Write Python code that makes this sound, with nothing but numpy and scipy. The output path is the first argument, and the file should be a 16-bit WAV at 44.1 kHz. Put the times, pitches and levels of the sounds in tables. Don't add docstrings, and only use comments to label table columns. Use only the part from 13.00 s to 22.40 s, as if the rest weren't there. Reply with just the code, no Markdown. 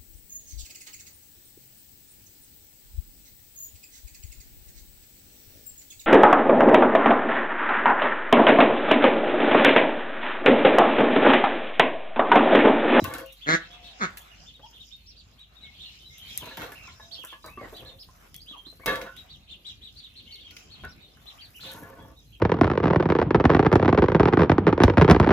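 import sys
import numpy as np
from scipy import signal
from scipy.fft import rfft, irfft, next_fast_len
from scipy.io import wavfile
from scipy.ndimage import uniform_filter1d, map_coordinates

SR = 44100
rng = np.random.default_rng(int(sys.argv[2]) if len(sys.argv) > 2 else 0)


def wav_out(sig):
    wavfile.write(sys.argv[1], SR, np.round(np.clip(np.atleast_2d(sig).T, -1, 1) * 32767).astype(np.int16))


N = 414540


def amp(db):
    return 10 ** (np.asarray(db) / 20)


def unit(x):
    return x / np.sqrt(np.mean(x ** 2) + 1e-20)


def along(points, hz):
    f, v = np.transpose(points)
    return np.interp(np.log(hz + 1), np.log(f + 1), v)


def curves(rows):
    s, *cols = np.transpose(rows)
    return [np.interp(np.arange(N) / SR, s, c, left=c[0], right=c[-1]) for c in cols]


def wobble(rate):
    knots = rng.standard_normal(int(N * rate / SR) + 4)
    return map_coordinates(knots, [np.arange(N) * rate / SR])


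def filtered(x, response):
    m = next_fast_len(N + SR // 4)
    return irfft(rfft(x, m) * response(np.fft.rfftfreq(m, 1 / SR)), m)[..., :N]


def ports(x, lead_s):
    side = np.array([[1], [-1]])
    return filtered(x, lambda hz: np.exp(1j * np.pi * hz * lead_s * side))


def rush(mid, side, side_db, grains):
    crackle = rng.exponential(1, N // 64 + 1).repeat(64)[:N]
    source = rng.standard_normal((2, N)) * amp(grains * crackle)
    z = signal.stft(source, nperseg=512)[2]
    patches = uniform_filter1d(rng.standard_normal(z.shape[1:]), size=6, axis=0)
    patches = uniform_filter1d(patches, size=12, axis=1)
    source = signal.istft(z * amp(3 * unit(patches)), nperseg=512)[1][:, :N]
    m, s = filtered(source, lambda hz: amp([along(mid, hz), along(side, hz)]))
    m, s = unit(m), amp(side_db) * unit(s)
    return np.array([m + s, m - s])


def add(track, s, sound):
    part = track[..., max(round(s * SR), 0):][..., :sound.shape[-1]]
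    part += sound[..., :part.shape[-1]]


def peep(length, start_hz, top_hz, end_hz, turn, hoarse):
    u = np.arange(round(length * SR)) / (length * SR)
    turn = np.clip(turn, .05, .95)
    rise = top_hz - (top_hz - start_hz) * (1 - u / turn) ** 2
    fall = top_hz - (top_hz - end_hz) * ((u - turn) / (1 - turn)) ** 2
    hz = np.where(u < turn, rise, fall)
    rasp = unit(uniform_filter1d(rng.standard_normal((2, len(u))), size=70))
    phase = 2 * np.pi * np.cumsum(hz) / SR + hoarse * rasp[0]
    envelope = np.sin(np.pi * u) ** 0.49 * (1 + hoarse * rasp[1])
    return envelope * (np.sin(phase) + amp(-25.0) * np.sin(2 * phase))


def ducklings():
    # start_s, length_s, top_hz, arch_depth (share of the top), level_db (before spread and mix)
    near_peeps = [(0, .045, 3950, .02, -46), (.25, .055, 2900, .18, -48), (0.409, 0.054, 3500, 0.32, -41),
                  (0.698, .061, 3440, .07, -48.5), (.827, .065, 3880, .31, -46),
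                  (0.873, .069, 4030, .3, -49), (1.203, .026, 3455, .3, -50.5),
                  (1.299, .05, 2910, .3, -51.5), (1.368, .052, 3110, .29, -56),
                  (1.456, .056, 3610, .3, -46), (1.533, .04, 3800, .2, -49.5), (1.612, .06, 3350, .28, -51),
                  (1.728, .055, 3620, .3, -48), (1.79, .049, 3780, .28, -45), (2.056, .066, 5640, .4, -48),
                  (2.154, .065, 4710, .45, -49.5), (2.379, .07, 3896, .27, -49),
                  (2.552, .045, 3780, .1, -50), (2.63, .075, 2200, .03, -51), (2.74, .05, 3260, .08, -52.5),
                  (2.787, .077, 3770, .29, -42), (2.833, .076, 2938, .13, -48), (2.83, .08, 4200, .23, -50),
                  (3.0, .05, 3120, .06, -51), (3.04, .065, 3950, .07, -49), (3.1, .06, 2150, .03, -54),
                  (3.198, .066, 3176, .08, -42.5), (3.26, .11, 3300, .05, -45.5),
                  (3.456, .034, 4020, .05, -44.5), (3.746, .05, 2850, .28, -45),
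                  (3.79, .11, 2724, .31, -49), (4.004, .05, 3856, .04, -47.5),
                  (4.11, .049, 4570, .4, -39.5), (4.128, .042, 5380, .45, -44),
                  (4.161, .075, 3340, .26, -42), (4.265, .046, 3620, .36, -46),
                  (4.291, .048, 3370, .28, -43), (4.42, .067, 4027, .09, -50.5),
                  (4.429, 0.037, 4750, .04, -52), (4.734, .062, 4010, .22, -46),
                  (4.745, .043, 4610, .2, -51.5), (4.759, .057, 3470, .3, -45.5),
                  (4.845, .057, 4260, .36, -43.5), (4.873, .051, 3690, .05, -46),
                  (4.984, .053, 5310, .5, -44), (5.335, .06, 3400, .1, -50.5),
                  (5.461, .089, 3435, .25, -43), (5.472, .058, 3975, .32, -46.5),
                  (6.15, .05, 3550, .3, -49), (6.168, .045, 3900, .06, -45),
                  (6.285, 0.077, 3970, .3, -47.5), (6.296, 0.026, 4500, .05, -51.5),
                  (6.472, .071, 4190, .44, -50), (6.492, .056, 3650, .29, -43),
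                  (6.645, .064, 3925, .28, -38), (6.682, .047, 3330, .32, -51.5),
                  (6.811, .079, 3920, .3, -42.5), (6.958, .052, 4620, .28, -43.5),
                  (7.026, .041, 3850, .28, -42.5), (7.15, .058, 4350, .42, -43),
                  (7.257, .081, 3140, .19, -47), (7.303, .062, 4500, .29, -43), (7.27, .12, 2200, .03, -57),
                  (7.352, .05, 3150, .2, -49), (7.388, .045, 3660, .2, -47.5), (7.432, .06, 3300, .22, -47),
                  (7.49, .03, 3250, .15, -51), (7.698, .066, 4424, .35, -45.5),
                  (7.786, .043, 3260, .15, -52), (7.872, .06, 5650, .4, -53.5), (8.003, .06, 3850, .1, -53),
                  (8.259, .053, 4045, .39, -43), (8.375, .054, 3290, .41, -48),
                  (8.398, .068, 4640, .29, -47), (8.54, .048, 3026, .27, -47.5),
                  (8.596, .061, 4216, .38, -43.5), (8.634, .051, 3570, .1, -44.5),
                  (8.646, .081, 3976, .34, -44), (8.985, 0.052, 3373, .03, -57),
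                  (9.156, 0.052, 3840, .1, -56), (9.32, .04, 3280, .28, -51)]
    # start_s,
    # length_s, start_hz, top_hz, end_hz, turn (share before the top), level_db (before spread and mix)
    murmurs = [(1.008, .03, 3400, 4800, 4750, .8, -47), (1.908, .045, 2700, 3700, 3650, .4, -44),
               (2.605, .07, 3500, 3950, 2800, .22, -45), (5.395, .045, 3500, 4900, 4750, .65, -48),
               (5.565, .035, 2800, 3250, 3100, .3, -43), (5.648, .055, 2800, 4150, 4000, .45, -42),
               (.64, .31, 646, 717.6, 660, .4, -59.5), (1.63, .03, 750, 950, 900, .87, -46),
               (3.996, .19, 644, 677, 660, .28, -60.5), (5.529, .04, 1220, 1210, 708, .1, -47),
               (3.376, .065, 3600, 3600, 2250, .05, -43), (4.455, .06, 900, 2550, 2500, .9, -51),
               (4.505, .08, 2480, 2700, 2680, .9, -51), (4.585, .09, 2200, 2200, 1550, .05, -48),
               (5.792, .066, 1270, 2260, 2105, .63, -54), (7.509, 0.055, 1420, 1457, 1390, .48, -57)]
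    # start_s, length_s, flutter_rad
    jostle = [(.56, .36, .65), (2.75, .2, .35), (3.35, .55, .35), (3.99, .01, .5), (4.18, .2, .4),
              (6.14, .6, .25), (8.58, .24, .9)]
    # time_s, level_db
    crowd = [(0, -60), (.7, -55), (1, -62), (2.5, -67.5), (2.82, -53.5), (3.05, -58.5), (3.3, -48.5),
             (3.8, -54), (4.1, -66), (5, -75.5), (6.2, -67), (7.45, -58), (8.2, -66), (8.55, -77),
             (8.66, -53), (8.9, -78.5), (9.4, -67.5)]
    turn, fall_over_rise = .39, 1.1
    clear_rad = .14
    near, far = np.zeros((2, N)), np.zeros(N)
    arches = [(s, length, hz * (1 - depth), hz, hz * (1 - fall_over_rise * depth), turn, db)
              for s, length, hz, depth, db in near_peeps]
    for s, *shape, db in arches + murmurs:
        pushed = [rad for start, length, rad in jostle if start < s < start + length]
        hoarse = max([clear_rad] + pushed)
        port_db = db + rng.normal(0, 2.4) * np.array([[1], [-1]])
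        add(near, s, amp(port_db) * peep(*shape, hoarse))
    for s, a, b, c, d in rng.random((900, 5)):
        top_hz = 2500 + 2100 * a
        length, far_turn = 0.034 + 0.03766 * b, 0.3116 + 0.291 * c
        call = peep(length, 0.64 * top_hz, top_hz, .78 * top_hz, far_turn, hoarse=0.51)
        add(far, s * N / SR, amp(4 * d) * call)
    return near, amp(curves(crowd)[0]) * unit(far)


def throat(f, share):
    # centre_hz (times share below 2000 Hz), width_hz, level_db, sign
    resonances = [(170, 80, 0, 1), (325, 110, 3, -1), (594, 310, -5, 1), (1300, 367, 1, 1),
                  (1720, 360, 9, -1), (2200, 300, 3, 1), (3450, 250, -11, 1), (4200, 260, -9.5, -1),
                  (5270, 130, -22.5, 1), (6500, 500, -12.5, -1)]
    bill_top_hz = 7700
    total = 0
    for c, w, db, sign in resonances:
        centre = c * share if c < 2000 else c
        total = total + sign * amp(db) * 1j * f * w / (centre ** 2 - f * f + 1j * f * w)
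    return total / (1 + (f / bill_top_hz) ** 16)


def duck():
    # start_s, length_s, first_pitch_hz, last_pitch_hz, level_db (before swell and mix),
    # sag_db_per_s, throat_share (deep throat pitch), jitter_share
    calls = [(.462, .09, 136.1, 168.9, -16, 1, 1, .01), (.997, .061, 270, 150, -20.5, 100, .85, .04),
             (3.566, 0.083, 152.7, 159, -38, 67, .95, .012)]
    # frequency_hz, relative_db_per_hz
    bill = [(1700, -31), (2500, 2), (3700, 3), (5300, -5), (6600, 2), (7600, -7), (8400, -40)]
    swell_s, swell_db = 0.033, 25
    cut_s, hiss_tail_s = .022, 0.017
    glide_s, hiss_db = .032, -17
    out = np.zeros(N)
    for s, length, first_hz, last_hz, top_db, sag_db, share, jitter in calls:
        t = np.arange(N) / SR - s
        hz = last_hz + (first_hz - last_hz) * np.exp(-t.clip(0) / glide_s)
        held_db = top_db - sag_db * t
        to_swell = (1 - t / swell_s).clip(0)
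        voice_db = held_db - swell_db * to_swell.clip(0, 1) ** 2 - 45 * ((t - length) / cut_s).clip(0)
        breath_db = held_db + hiss_db - 30 * to_swell - 9 * ((t - length) / hiss_tail_s).clip(0)

        cycles = np.cumsum(hz * (1 + jitter * wobble(90))) / SR
        cycles -= cycles[round(s * SR)]
        pulses = (np.diff(np.floor(cycles), prepend=0) > 0) * amp(2.2 * wobble(170))
        breath = .035 * np.exp(-4.5 * (cycles % 1)) * rng.standard_normal(N)
        voice = unit(filtered(pulses + breath, lambda f: throat(f, share)))
        hiss = unit(filtered(rng.standard_normal(N), lambda f: amp(along(bill, f))))
        hiss = hiss * 2 * np.exp(-2 * (cycles % 1))
        out += (t > 0) * (amp(voice_db) * voice + amp(breath_db) * hiss)
    return out


def dish_modes():
    # frequency_hz, level_db (before each blow's lean), t60_s (ringing wholly free)
    strong = [(149, -23, 0.069), (324.4, -8, 0.23), (535, -6, .6), (651, -15.5, 0.49), (915, -4, 0.26),
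              (1069.5, -1, 0.2), (1150, -3, 0.23), (1227, -16.5, 0.13), (1393, -2, 0.17), (1490, -2, .3),
              (1700, 2, .16), (1790, -10, .1), (2160, -2, 0.2), (2676, 4, 0.1), (3245, -2, 0.11),
              (3304, 1.5, 0.11), (3810, -5.5, .4), (3670, -7.5, 0.31), (3960, -6, .3), (4600, -10, 0.16),
              (5600, -30, .3), (6650, -22, 0.06)]
    weak = np.transpose([450 * 14 ** rng.random(70), np.full(70, -12.), np.full(70, .2)])
    hz, level, t60 = np.transpose(np.vstack([strong, weak]))[:, :, None]
    faint = np.arange(len(hz))[:, None] >= len(strong)
    level -= faint * 5 * np.log2(hz / 1000).clip(0)
    return hz, level, t60, faint


def dish_blows(hz, level, t60):
    # start_s, peak_db (before the mix), favoured_hz, freedom_to_ring (0-1, scales t60)
    blows = [(.045, -28, 1100, .6), (.052, -34, 2650, .3), (.054, -37, 3950, .15), (.113, -35, 1700, .5),
             (.142, -38, 3950, .15), (.148, -31, 1400, .4), (.195, -35, 2000, .2), (1.171, -41.5, 1690, .4),
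             (1.595, -45, 700, .08), (3.427, -33, 1000, .1), (3.49, -41, 2680, .6), (3.468, -34, 830, 0.1),
             (3.512, -37, 1710, 0.7), (3.571, -34, 3000, .1), (3.573, -33, 1680, .15),
             (3.578, -37, 800, .3), (3.618, -33, 2900, .3), (3.619, -32, 1400, .4), (3.63, -34, 420, .3),
             (3.719, -36, 1620, .2), (3.878, -43, 1030, .9), (3.879, -44, 1370, .9), (3.997, -42, 1030, .6),
             (3.999, -44, 1750, .9), (4.191, -44, 307, 0.12), (4.239, -38, 1030, .2),
             (4.241, -41, 1680, .45), (4.243, -44, 1390, .9), (4.327, -38, 1070, 0.7),
             (4.33, -44, 1690, .5), (4.463, -42, 600, .15), (4.443, -35, 1120, .25), (4.474, -37, 1100, .3),
             (4.574, -39, 330, .1), (4.575, -35, 1140, .6), (4.613, -33, 600, .1), (4.632, -33, 480, .1),
             (4.65, -38, 1200, .3), (4.727, -38, 380, .1), (4.73, -43, 650, .55), (4.825, -42, 450, .2),
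             (4.84, -47, 1850, .6), (4.86, -48, 1690, .8), (5.088, -46, 1050, 0.65),
             (5.511, -44.5, 315, .15), (5.667, -43, 325, .15), (5.727, -47, 334, .1),
             (5.798, -42, 450, .12), (5.835, -42, 1150, .3), (5.86, -21, 1200, .5), (5.866, -25, 2170, .55),
             (5.884, -26, 540, .6), (5.915, -28, 1150, .7), (5.975, -32, 540, .55), (6.012, -34, 2150, .25),
             (5.868, -20.5, 3900, .35), (5.9, -26, 2700, .4), (5.878, -15.5, 1780, .6),
             (5.929, -24, 1720, .7), (6.02, -33, 540, .4), (6.065, -35, 1490, .9), (7.837, -30.5, 1510, .3),
             (8.172, -46, 1500, .7), (8.595, -47, 1500, .5), (8.633, -44, 1340, .43),
             (8.72, -43, 1700, 0.9), (8.742, -38, 915, .2), (8.817, -39, 334, 0.12),
             (8.83, -40.5, 1647, 0.79), (8.9, -45, 915, .3), (8.992, -41, 915, .3), (9.05, -45, 915, .5)]
    scuff_s, scuff_s_per_db = .017, .0009
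    soft_db = 11.5
    out, t = np.zeros(N), np.arange(SR // 3) / SR
    rings = np.sin(2 * np.pi * hz * t)
    for s, db, favour_hz, free in blows:
        scuff = scuff_s + scuff_s_per_db * (db + 35)
        lean = 18 * np.exp(-(np.log(hz / favour_hz) / .095) ** 2) + rng.normal(0, 3, hz.shape)
        softness = np.clip((-20 - db) / 15, 0, 1)
        lean -= soft_db * softness * (np.abs(np.log2(hz / favour_hz)) - .45).clip(0)
        decay_db = -60 * t / (t60 * np.clip(free, .05, 1))
        ring = np.sum(amp(level + lean + decay_db) * rings, 0)
        push = rng.standard_normal(SR // 8) ** 3 * np.exp(-t[:SR // 8] / max(scuff, .001))
        push[0] = 32
        hit = signal.fftconvolve(ring, push)
        add(out, s, amp(db) * hit / np.max(np.abs(hit)))
    return out


def dish_rasps(hz, level, t60, faint):
    # start_s, length_s, first_db, last_db (before the mix), top_hz
    rasps = [(.045, .19, -37, -47, 3000), (3.41, .1, -53, -53, 2500), (3.575, .16, -46, -53, 1500),
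             (4.61, .07, -48, -51, 1500), (4.725, .21, -54, -58, 900), (5.9, .16, -40, -46, 3000),
             (8.64, .29, -50, -50, 1800), (8.95, .15, -52, -55, 1500)]
    turn_s, free = .025, .35
    vary_db, weak_db = 4, -8
    out, t = np.zeros(N), np.arange(SR // 8) / SR
    decaying = amp(-60 * t / (t60 * free)) * np.sin(2 * np.pi * hz * t)
    for start, length, first_db, last_db, top_hz in rasps:
        for s in np.arange(start, start + length, turn_s):
            stir = amp(level + weak_db * faint + vary_db * rng.standard_normal(hz.shape))
            stir = stir / (hz / 700) ** .5 / (1 + (hz / top_hz) ** 4)
            ring = np.sum(stir * decaying, 0)
            grit = unit(rng.standard_normal(SR // 20) ** 3) * (t[:SR // 20] < turn_s)
            db = first_db + (last_db - first_db) * (s - start) / length
            add(out, s, amp(db) * signal.fftconvolve(ring / np.linalg.norm(ring), grit))
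    return out


def dish_thumps():
    # start_s, level_db (before onset, decay and mix)
    landings = [(.018, -21), (3.42, -39), (3.578, -39), (3.625, -37.5), (4.613, -40), (8.65, -42),
                (8.745, -39), (8.825, -38), (8.995, -41), (9.031, -43)]
    out, t = np.zeros(N), np.arange(SR // 20) / SR
    thump = np.sin(2 * np.pi * (90 * t + 1.9 * (1 - np.exp(-t / 0.005))))
    thump *= (1 - np.exp(-t / 0.0027)) * np.exp(-t / 0.015)
    for s, db in landings:
        add(out, s, amp(db) * thump)
    return out


def dish():
    hz, level, t60, faint = dish_modes()
    return dish_blows(hz, level, t60) + dish_rasps(hz, level, t60, faint) + dish_thumps()


def straw():
    # time_s, drag_db (dish dragging, bodies brushing), feet_db (on grain), rustle_db
    bustle = [(.05, -52, -61, -64), (.2, -51, -72, -72), (.32, -69.5, -78, -70.5), (.95, -63, -70, -83),
              (1.08, -54.5, -81, -81), (1.18, -61, -77, -67.5), (1.36, -68.5, -68, -74.5),
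              (2.56, -72.5, -80, -79.5), (3.3, -72, -64, -66), (3.56, -62, -72, -66), (3.62, -52, -69, -66),
              (3.76, -64, -69, -67), (3.98, -70.5, -68, -68.5), (4.56, -66, -80, -67),
              (4.64, -59, -86, -65.5), (4.95, -69, -82, -68), (5.6, -73, -78, -70), (5.85, -62, -79, -64),
              (5.92, -45, -79.5, -57.5), (6.15, -66.5, -74, -72.5), (6.44, -75.5, -77.5, -74.5),
              (7.4, -73, -78, -73.5), (7.6, -69, -62, -76), (7.8, -71.5, -78, -75), (8.45, -72, -76.5, -69),
              (8.66, -67, -73, -56.5), (8.85, -64, -80, -65), (9.2, -77.5, -81, -71.5)]
    # start_s, crisp_top_db, duller_body_db (before the decay)
    snaps = [(.0418, -38, -39), (.1376, -39.5, -42.5), (.183, -46, -53), (.2598, -54.5, -80),
             (.3242, -52.5, -80), (1.1717, -44.5, -48), (3.1812, -53, -60), (3.3762, -38, -47),
             (3.4565, -59, -48), (3.5713, -45, -45.5), (3.6187, -48.5, -61), (3.7199, -51, -52.5),
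             (4.2343, -53, -71), (4.2487, -50.5, -80), (4.4613, -53, -69), (5.3433, -51, -49),
             (5.8596, -34, -33), (5.9294, -52.5, -65), (5.9564, -47, -41), (6.0152, -54, -42.5),
             (6.1654, -58, -53.5), (7.5087, -68, -49), (7.5667, -70, -43.5), (8.5634, -55, -77),
             (8.7146, -51, -62.5)]
    # frequency_hz, relative_db_per_hz
    straw_mid = [(3530, -31), (6000, -1.5), (7060, -5), (9120, -9.5), (11900, 4.5), (13300, -17),
                 (13900, -9.5), (14600, 8.5), (15200, -26), (16300, -36.5)]
    # frequency_hz, relative_db_per_hz
    straw_side = [(3530, -39), (6000, -18), (8780, -1), (9960, -8.5), (11100, -28), (12000, -4.5),
                  (14300, 3.5), (15100, -4.5), (16300, -49)]
    # frequency_hz, relative_db_per_hz
    grit = [(3500, -41), (5000, 6), (7500, -3), (8500, -65.5)]
    # frequency_hz, relative_db_per_hz
    drag_tone = [(47, -40), (80, -51), (135, 2), (240, -14.5), (529, -7), (734, 0), (907, -7.5), (1160, -3),
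                 (1680, -6.5), (8000, -21), (10400, -73.5), (17600, -120)]
    body_tone = [(1200, -40), (2000, 12.5), (6500, 2.5), (8000, -11)]
    drag_db, feet_db, rustle_db = curves(bustle)
    snap_gain, body_gain, t = np.zeros(N), np.zeros(N), np.arange(SR // 10) / SR
    decay = np.exp(-t / 0.0039) + 0.5 * np.exp(-t / 0.031)
    for s, db, body_db in snaps:
        add(snap_gain, s, amp(db) * decay)
        add(body_gain, s, amp(body_db) * decay)
    rustle_gain = amp(rustle_db + 2.5 * wobble(10)) + snap_gain
    rustle = rustle_gain * rush(straw_mid, straw_side, side_db=2, grains=2.75)
    feet = amp(feet_db + 6.1 * wobble(13)) * rush(grit, grit, side_db=1.0, grains=2.2)
    drag_gain = amp(drag_db + 2.4 * wobble(20) + 5.1 * wobble(5))
    drag = drag_gain * rush(drag_tone, drag_tone, side_db=-0.5, grains=1.4)
    body = body_gain * rush(body_tone, body_tone, side_db=-0.5, grains=0.52)
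    return rustle + feet + drag + body


def walls(x):
    # frequency_hz, t60_s
    yard_t60 = [(200, 0.25), (1500, 0.28), (4000, 0.23), (10000, 0.067)]
    out, step = np.zeros((2, N)), round(.3 * SR)
    for k in range(0, N, step):
        hz, t, z = signal.stft(rng.standard_normal((2, SR // 2)), SR, nperseg=256)
        alike = 1 / (1 + (hz[:, None] / 450) ** 2)
        z[1] = alike * z[0] + np.sqrt(1 - alike ** 2) * z[1]
        late = amp(-60 * t / along(yard_t60, hz)[:, None])
        early = 1.28 * np.exp(-t / 0.012)
        tail = signal.istft(z * (late + early), SR, nperseg=256)[1]
        echo = signal.fftconvolve(x[None, k:k + step], tail / np.linalg.norm(tail[0]), axes=1)
        add(out, k / SR + .002, echo)
    return out


def traffic():
    # time_s, hum_hz, hum_db, rumble_db (before the random wobble)
    far_traffic = [(0.0, 55.96, -56, -54), (0.34, 48.12, -55.5, -62), (4.27, 55.55, -61.5, -59),
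                   (4.63, 43.7, -57, -57), (7.2, 48, -62.5, -58), (7.6, 49.1, -60.5, -52.5),
                   (8.3, 50, -62, -57.5), (9.4, 52.9, -56.5, -57)]
    # frequency_hz, relative_db_per_hz
    air_mid = [(18, -30.5), (30, -13), (71, 4), (234, -8), (368, -15), (1820, -37.5), (3720, -39),
               (5200, -41.5), (7990, -45), (9000, -89), (11700, -93), (19800, -120)]
    # frequency_hz, relative_db_per_hz
    air_side = [(18, -32), (30, 5), (73, 5), (350, -7), (1160, -18), (3230, -19), (6600, -24), (9000, -45),
                (11700, -41), (19800, -120)]
    hum_hz, hum_db, rumble_db = curves(far_traffic)
    phase = 2 * np.pi * np.cumsum(hum_hz * (1 + 0.032 * wobble(1.8))) / SR
    hum = amp(hum_db + 0.99 * wobble(7.6)) * np.sin(phase)
    rumble_gain = amp(rumble_db + 1.2 * wobble(4))
    return hum + rumble_gain * rush(air_mid, air_side, side_db=-9.5, grains=0.24)


def scene():
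    near, far = ducklings()
    quacks, clatter = duck(), dish()
    direct_duck = 0.73 * ports(quacks, 0.00041) + 0.26 * quacks
    direct = amp(-4.5) * ports(near, 7e-5) + direct_duck + ports(clatter, 7e-5)
    echoes = walls(amp(-1.5) * near.mean(0) + far + amp(-8) * quacks + amp(-5) * clatter)
    return direct + echoes + straw() + traffic()


def record(dry):
    top_hz = 16400
    return filtered(dry, lambda hz: (hz < top_hz) / np.sqrt(1 + (37 / (hz + 1)) ** 12))


dry = scene()
out = record(dry)
wav_out(out)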